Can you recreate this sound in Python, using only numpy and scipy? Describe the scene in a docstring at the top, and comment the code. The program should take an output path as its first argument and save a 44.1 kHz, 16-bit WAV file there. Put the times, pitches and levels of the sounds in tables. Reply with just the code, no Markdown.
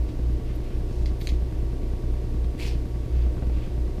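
"""Tearing salad leaves

Hands snap and tear leaves over a small glass bowl on a kitchen table. Stems crack in brief bursts,
one leaf rips in a short hiss of tiny ruptures, and the air in the bowl resonates with both.
Nudges set the bowl ringing on its board. Behind it an appliance hums and throbs,
the room hisses, and a soft thump repeats about ten times a second."""
import sys
import numpy as np
from scipy import signal
from scipy.fft import rfft, irfft
from scipy.io import wavfile

SR = 44100
rng = np.random.default_rng(int(sys.argv[2]) if len(sys.argv) > 2 else 0)


def output_pcm(signal):
    """Save a mono or channel-first signal as 16-bit PCM at the path in sys.argv[1].

    Samples are clipped to [-1, 1] before scaling.
    """
    pcm = np.clip(np.atleast_2d(signal).T, -1, 1) * 32767
    wavfile.write(sys.argv[1], SR, np.round(pcm).astype(np.int16))


N = 176400
T = np.arange(N) / SR
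GRAINS_PER_S = 9000


def from_db(db):
    """Amplitude ratio: a factor of ten for every 20 dB."""
    return 10 ** (np.asarray(db) / 20)


def unit_rms(x):
    """Normalisation to a mean power of one."""
    return x / np.sqrt(np.mean(x ** 2) + 1e-20)


def decay(start, decay_s):
    """Exponential decay from a sudden onset."""
    return (T >= start) * np.exp(-np.maximum(T - start, 0) / decay_s)


def gaussian(t, width_s):
    """Gaussian pulse of unit height, centred on t = 0."""
    return np.exp(-(t / width_s) ** 2 / 2)


def drift(rate_hz):
    """Low-pass noise: a slow random fluctuation of unit rms."""
    hz = np.arange(N // 2 + 1) * SR / N
    return unit_rms(irfft(rfft(rng.standard_normal(N)) / (1 + (hz / rate_hz) ** 2), N))


def colour(x, spectrum):
    """Minimum-phase filter that follows a spectrum and conserves the power of white noise."""
    hz = np.maximum(np.arange(N + 1) * SR / (2 * N), 1)
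    point_hz, point_db = np.transpose(spectrum)
    gain = unit_rms(from_db(np.interp(np.log(hz), np.log(point_hz), point_db)))
    cepstrum = irfft(np.log(gain))
    cepstrum[1:N] *= 2  # folding onto positive time makes the filter causal
    cepstrum[N + 1:] = 0
    return irfft(rfft(x, 2 * N) * np.exp(rfft(cepstrum)))[:N]


def resonance(x, hz, q):
    """Second-order resonator with unit peak gain and bandwidth hz / q."""
    return signal.lfilter(*signal.iirpeak(hz, q, fs=SR), x + 1e-18)


def gliding_resonance(x, hz, width_hz):
    """Heterodyne resonator: shift down by a moving frequency, low-pass, shift back."""
    carrier = np.exp(2j * np.pi * np.cumsum(hz) / SR)
    radius = np.exp(-np.pi * width_hz / SR)
    return 2 * np.real(carrier * signal.lfilter([1 - radius], [1, -radius], x / carrier))


def damped_mode(x, hz, t60):
    """Damped oscillator: a unit impulse starts a unit sine that falls 60 dB in t60 seconds."""
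    radius, angle = from_db(-60 / (t60 * SR)), 2 * np.pi * hz / SR
    return signal.lfilter([0, np.sin(angle)], [1, -2 * radius * np.cos(angle), radius ** 2], x + 1e-18)


def grains():
    """Shot noise: a dense train of random impulses of uneven size, as from tiny ruptures."""
    size_db = 4 * np.minimum(rng.exponential(1, N), 4)
    impulses = from_db(size_db) * rng.choice([-1, 1], N)
    return unit_rms(impulses * (rng.random(N) < GRAINS_PER_S / SR))


def contact(start, trail_db, decay_s):
    """Impulsive excitation: a unit click and a decaying trail of grains, its energy set by trail_db."""
    burst = from_db(trail_db) * unit_rms(grains() * decay(start, decay_s)) / np.sqrt(N)
    burst[int(start * SR)] -= 1
    return burst


def room_noise():
    """Stationary broadband noise, with most of its power in the bass."""
    # noise spectrum: f/Hz, relative spectral density/dB
    spectrum = [(12, -4.5), (25, 7), (42, -16.5), (60, 1), (80, -3.5), (130, -13), (200, -17), (330, -13.5),
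                (500, -18.5), (800, -29), (1300, -37), (2200, -37.5), (3200, -40.5), (4800, -42),
                (7000, -48), (11000, -51), (15000, -55)]
    return from_db(-34.5) * colour(rng.standard_normal(N), spectrum)


def appliance(in_phase_s=.31):
    """Beating: three close low tones interfere in a throb, under hum tones that waver in amplitude."""
    # beating tones: f/Hz, relative level/dB
    throb_tones = [(56.31, -31), (59.12, -33), (61.95, -38)]
    # hum tones: f/Hz, rms level/dB
    hum_tones = [(29, -31.5), (60, -30.5), (120, -37.5), (240, -54), (265, -51.5), (298, -54.5), (302, -49),
                 (306, -55), (323, -50.5), (332, -54), (352, -51), (360, -49.5), (381, -63), (385, -54),
                 (410, -58), (422, -59), (451, -57.5), (484, -57), (600, -58), (695.5, -63.5),
                 (728.8, -63.5), (935.5, -64), (1133.2, -65.5), (1949, -75.5), (2638, -82), (2708, -78.5)]
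    phase = rng.random()
    throb = sum(from_db(db) * np.sin(2 * np.pi * (hz * (T - in_phase_s) + phase))
                for hz, db in throb_tones)
    hum = np.zeros(N)
    for hz, db in hum_tones:
        waver = 1 + .18 * drift(rate_hz=6)
        hum += from_db(db) * waver * np.sin(2 * np.pi * (hz * T + rng.random()))
    return np.sqrt(2) * (from_db(-1.5) * throb + hum)


def thumps(rate_hz=9.768, first_s=.095, tick_s=.00021, rebound_hz=33.7, rebound_q=2.2):
    """Periodic pressure dips, each led by two dull ticks; a resonant high-pass adds a bass rebound."""
    # ticks ahead of each dip: lead/s, level/dB, sign (+1 deepens the dip)
    ticks = [(.004, -38, -1), (.0018, -36, 1)]
    offset_s = (((T - first_s) * rate_hz + .5) % 1 - .5) / rate_hz  # time from the nearest dip
    dips = from_db(-20.5) * gaussian(offset_s, width_s=.00089)
    for lead_s, db, sign in ticks:
        age = np.maximum(offset_s + lead_s, 0) / tick_s
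        dips += sign * from_db(db) * age * np.exp(1 - age)
    omega = 2 * np.pi * rebound_hz
    highpass = signal.bilinear([1, 0, 0], [1, omega / rebound_q, omega ** 2], SR)
    return signal.lfilter(*highpass, -dips)


def kitchen(x, delay_s=.0045, t60=.29):
    """Reverberation: scattered early reflections and a short diffuse tail follow the direct sound."""
    early = unit_rms(rng.standard_normal(N) * decay(delay_s, decay_s=.003))
    tail = unit_rms(rng.standard_normal(N) * decay(delay_s, t60 / np.log(1000)))
    response = from_db(-7.5) * (early + tail) / np.sqrt(N)
    return x + signal.fftconvolve(x, response)[:N]


def bowl_cavity(x):
    """Cavity resonance: the air in the hollow of bowl and hands reinforces three narrow bands."""
    # air resonances: f/Hz, bandwidth/Hz, relative level/dB
    air_modes = [(2520, 110, -4), (3500, 100, -18), (4600, 120, -8)]
    resonant = sum(from_db(db) * resonance(x, hz, q=hz / width_hz) for hz, width_hz, db in air_modes)
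    return from_db(-1) * (x + resonant)


def bowl_knocks(swell_hz=61):
    """Modal vibration: nudges bump and scuff the bowl on its board; pressing hands swell the bass."""
    # nudges: t/s, click level/dB, scuff level re click/dB
    nudges = [(3.371, -40, -6), (3.381, -33, -6), (3.4235, -31, 3), (3.4975, -34, -4)]
    # modes of the bowl on the board: f/Hz, gain/dB, T60/s
    modes = [(131, 9, 0.031), (222, 1.5, 0.024), (488, -6, 0.025), (660, -3.5, 0.013), (1010, -20, 0.0072),
             (1340, -19, 0.02), (1950, -29, 0.013)]
    # presses of the hands: t/s, width/s, peak level/dB
    presses = [(3.148, .035, -16.5), (3.26, .05, -21)]
    force = sum(from_db(db) * contact(t, scuff_db, decay_s=.012) for t, db, scuff_db in nudges)
    ringing = sum(from_db(db) * damped_mode(force, hz, t60) for hz, db, t60 in modes)
    swell = sum(from_db(db) * gaussian(T - t, width_s) for t, width_s, db in presses)
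    return ringing + swell * np.sin(2 * np.pi * (swell_hz * T + rng.random()))


def wet_fizz():
    """Narrow-band shot noise: a very fine crackle where wet leaf surfaces part."""
    # partings: t/s, width/s, relative level/dB
    partings = [(0.560, .006, -61), (1.222, .018, -61), (1.285, .02, -64)]
    crackle = rng.standard_normal(N) * (rng.random(N) < GRAINS_PER_S / SR)
    envelope = sum(from_db(db) * gaussian(T - t, width_s) for t, width_s, db in partings)
    return from_db(4.5) * envelope * unit_rms(resonance(crackle, hz=13300, q=5.2))


def leaf_rubs(edge_ratio=1.7):
    """Friction noise: leaves slide over each other in soft rustles, each in its own band."""
    # strokes: t/s, attack/s, hold/s, release/s, level/dB, centre f/Hz
    strokes = [(0.078, .008, .015, .02, -57, 2600), (0.43, .04, .05, .06, -56.5, 1900),
               (0.60, .05, .1, .1, -59, 1900), (0.85, .08, .1, .08, -61, 4000),
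               (1.064, .005, .015, .02, -56, 3000), (1.22, .01, .035, .02, -56, 4800),
               (3.09, .05, .1, .06, -57, 1900), (3.49, .08, .08, .11, -55, 2050)]
    friction, out = grains(), np.zeros(N)
    for t, attack, hold, release, db, hz in strokes:
        rise = np.clip((T - t) / attack, 0, 1)
        fall = np.exp(-2 * np.maximum(T - t - attack - hold, 0) / release)
        band = signal.butter(2, [hz / edge_ratio, hz * edge_ratio], "band", fs=SR, output="sos")
        out += from_db(db) * rise * fall * unit_rms(signal.sosfilt(band, friction))
    return out


def leaf_tear(top_hz=6500, top_fade_db_per_s=69):
    """Progressive fracture: rupturing cells climb from a rasp to a hiss while the top treble dies away."""
    # course of the tear: t/s, relative level/dB, rasp f/Hz, rasp gain/dB, hiss f/Hz, hiss gain/dB
    course = [(2.575, -62, 2000, 0, 4300, -6), (2.592, -48, 2000, 5, 4300, -8),
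              (2.599, -43.5, 2050, 13, 4400, -12), (2.614, -41.5, 2550, 7, 4500, -14),
              (2.632, -41, 2300, 5, 4750, -3), (2.656, -41, 2650, 0, 4900, -7),
              (2.675, -41.5, 2600, -5, 5900, 5), (2.70, -45, 2550, -1, 5100, -4),
              (2.76, -60, 2600, -4, 4800, -8)]
    # spectral envelope of the leaf: f/Hz, relative level/dB
    spectrum = [(900, -2.5), (1500, -12.5), (1900, -1.5), (2600, -1), (3050, -0.5), (4500, -3.5),
                (6200, -8.5), (7200, -5.5), (10000, -10), (14500, -16.5)]
    t, db, rasp_hz, rasp_db, hiss_hz, hiss_db = np.transpose(course)
    ruptures = grains()
    top = irfft(rfft(ruptures) * (np.arange(N // 2 + 1) * SR / N > top_hz), N)
    top_gain = from_db(-top_fade_db_per_s * np.maximum(T - t[0], 0))
    rasp = gliding_resonance(ruptures, np.interp(T, t, rasp_hz), width_hz=590)
    hiss = gliding_resonance(ruptures, np.interp(T, t, hiss_hz), width_hz=700)
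    rip = ruptures - top + top_gain * top
    rip += from_db(np.interp(T, t, rasp_db)) * rasp
    rip += from_db(np.interp(T, t, hiss_db)) * hiss
    envelope = np.interp(T, t, from_db(db), left=0, right=0)
    return from_db(-2.5) * colour(envelope * rip, spectrum)


def stem_snaps(treble_hz=11500):
    """Brittle fracture: a crack and a brief crumbling excite each stem's own broad resonance."""
    # fractures: t/s, relative level/dB, stem f/Hz, treble gain/dB, crumbling time constant/s
    fractures = [(1.0588, -36.5, 4400, -6, .002), (1.0612, -42, 7600, -8, .006),
                 (1.2065, -46, 4100, -6, .001), (1.2134, -38, 4100, -6, .002), (1.2180, -40, 4000, 2, .004),
                 (1.2718, -24, 5600, -20, .0007), (1.2898, -33, 3600, -4, .002),
                 (1.2942, -34, 4100, -2, .005), (2.444, -48, 3300, -6, .003), (3.222, -48, 4000, 2, .004)]
    # spectral envelope of a snap: f/Hz, relative level/dB
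    spectrum = [(900, -31), (1500, -7.5), (2200, 5), (2900, -6.5), (3600, 1), (4400, -3.5), (5500, -8.5),
                (6500, -10), (8000, -17), (11000, -21), (13000, -37), (15000, -27)]
    highpass = signal.butter(2, treble_hz, "high", fs=SR, output="sos")
    out = np.zeros(N)
    for t, db, hz, treble_db, crumble_s in fractures:
        crack = contact(t, trail_db=2.5, decay_s=crumble_s)
        stem = from_db(1) * resonance(crack, hz, q=2)
        treble = from_db(treble_db) * signal.sosfilt(highpass, crack + 1e-18)
        out += from_db(db) * (crack + stem + treble)
    return from_db(10) * colour(out, spectrum)


def scene():
    """Superposition: the leaves, coloured by bowl and kitchen, add to the other sources in one channel."""
    background = room_noise()
    leaves = kitchen(bowl_cavity(stem_snaps() + leaf_tear() + leaf_rubs()))
    return (background + leaves + bowl_knocks() + appliance() + thumps() + wet_fizz())[None]


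def record(dry):
    """Band limiting: a steep elliptic low-pass removes the highest treble."""
    return signal.sosfilt(signal.ellip(10, .3, 80, 15300, fs=SR, output="sos"), dry)


dry = scene()
out = record(dry)
output_pcm(out)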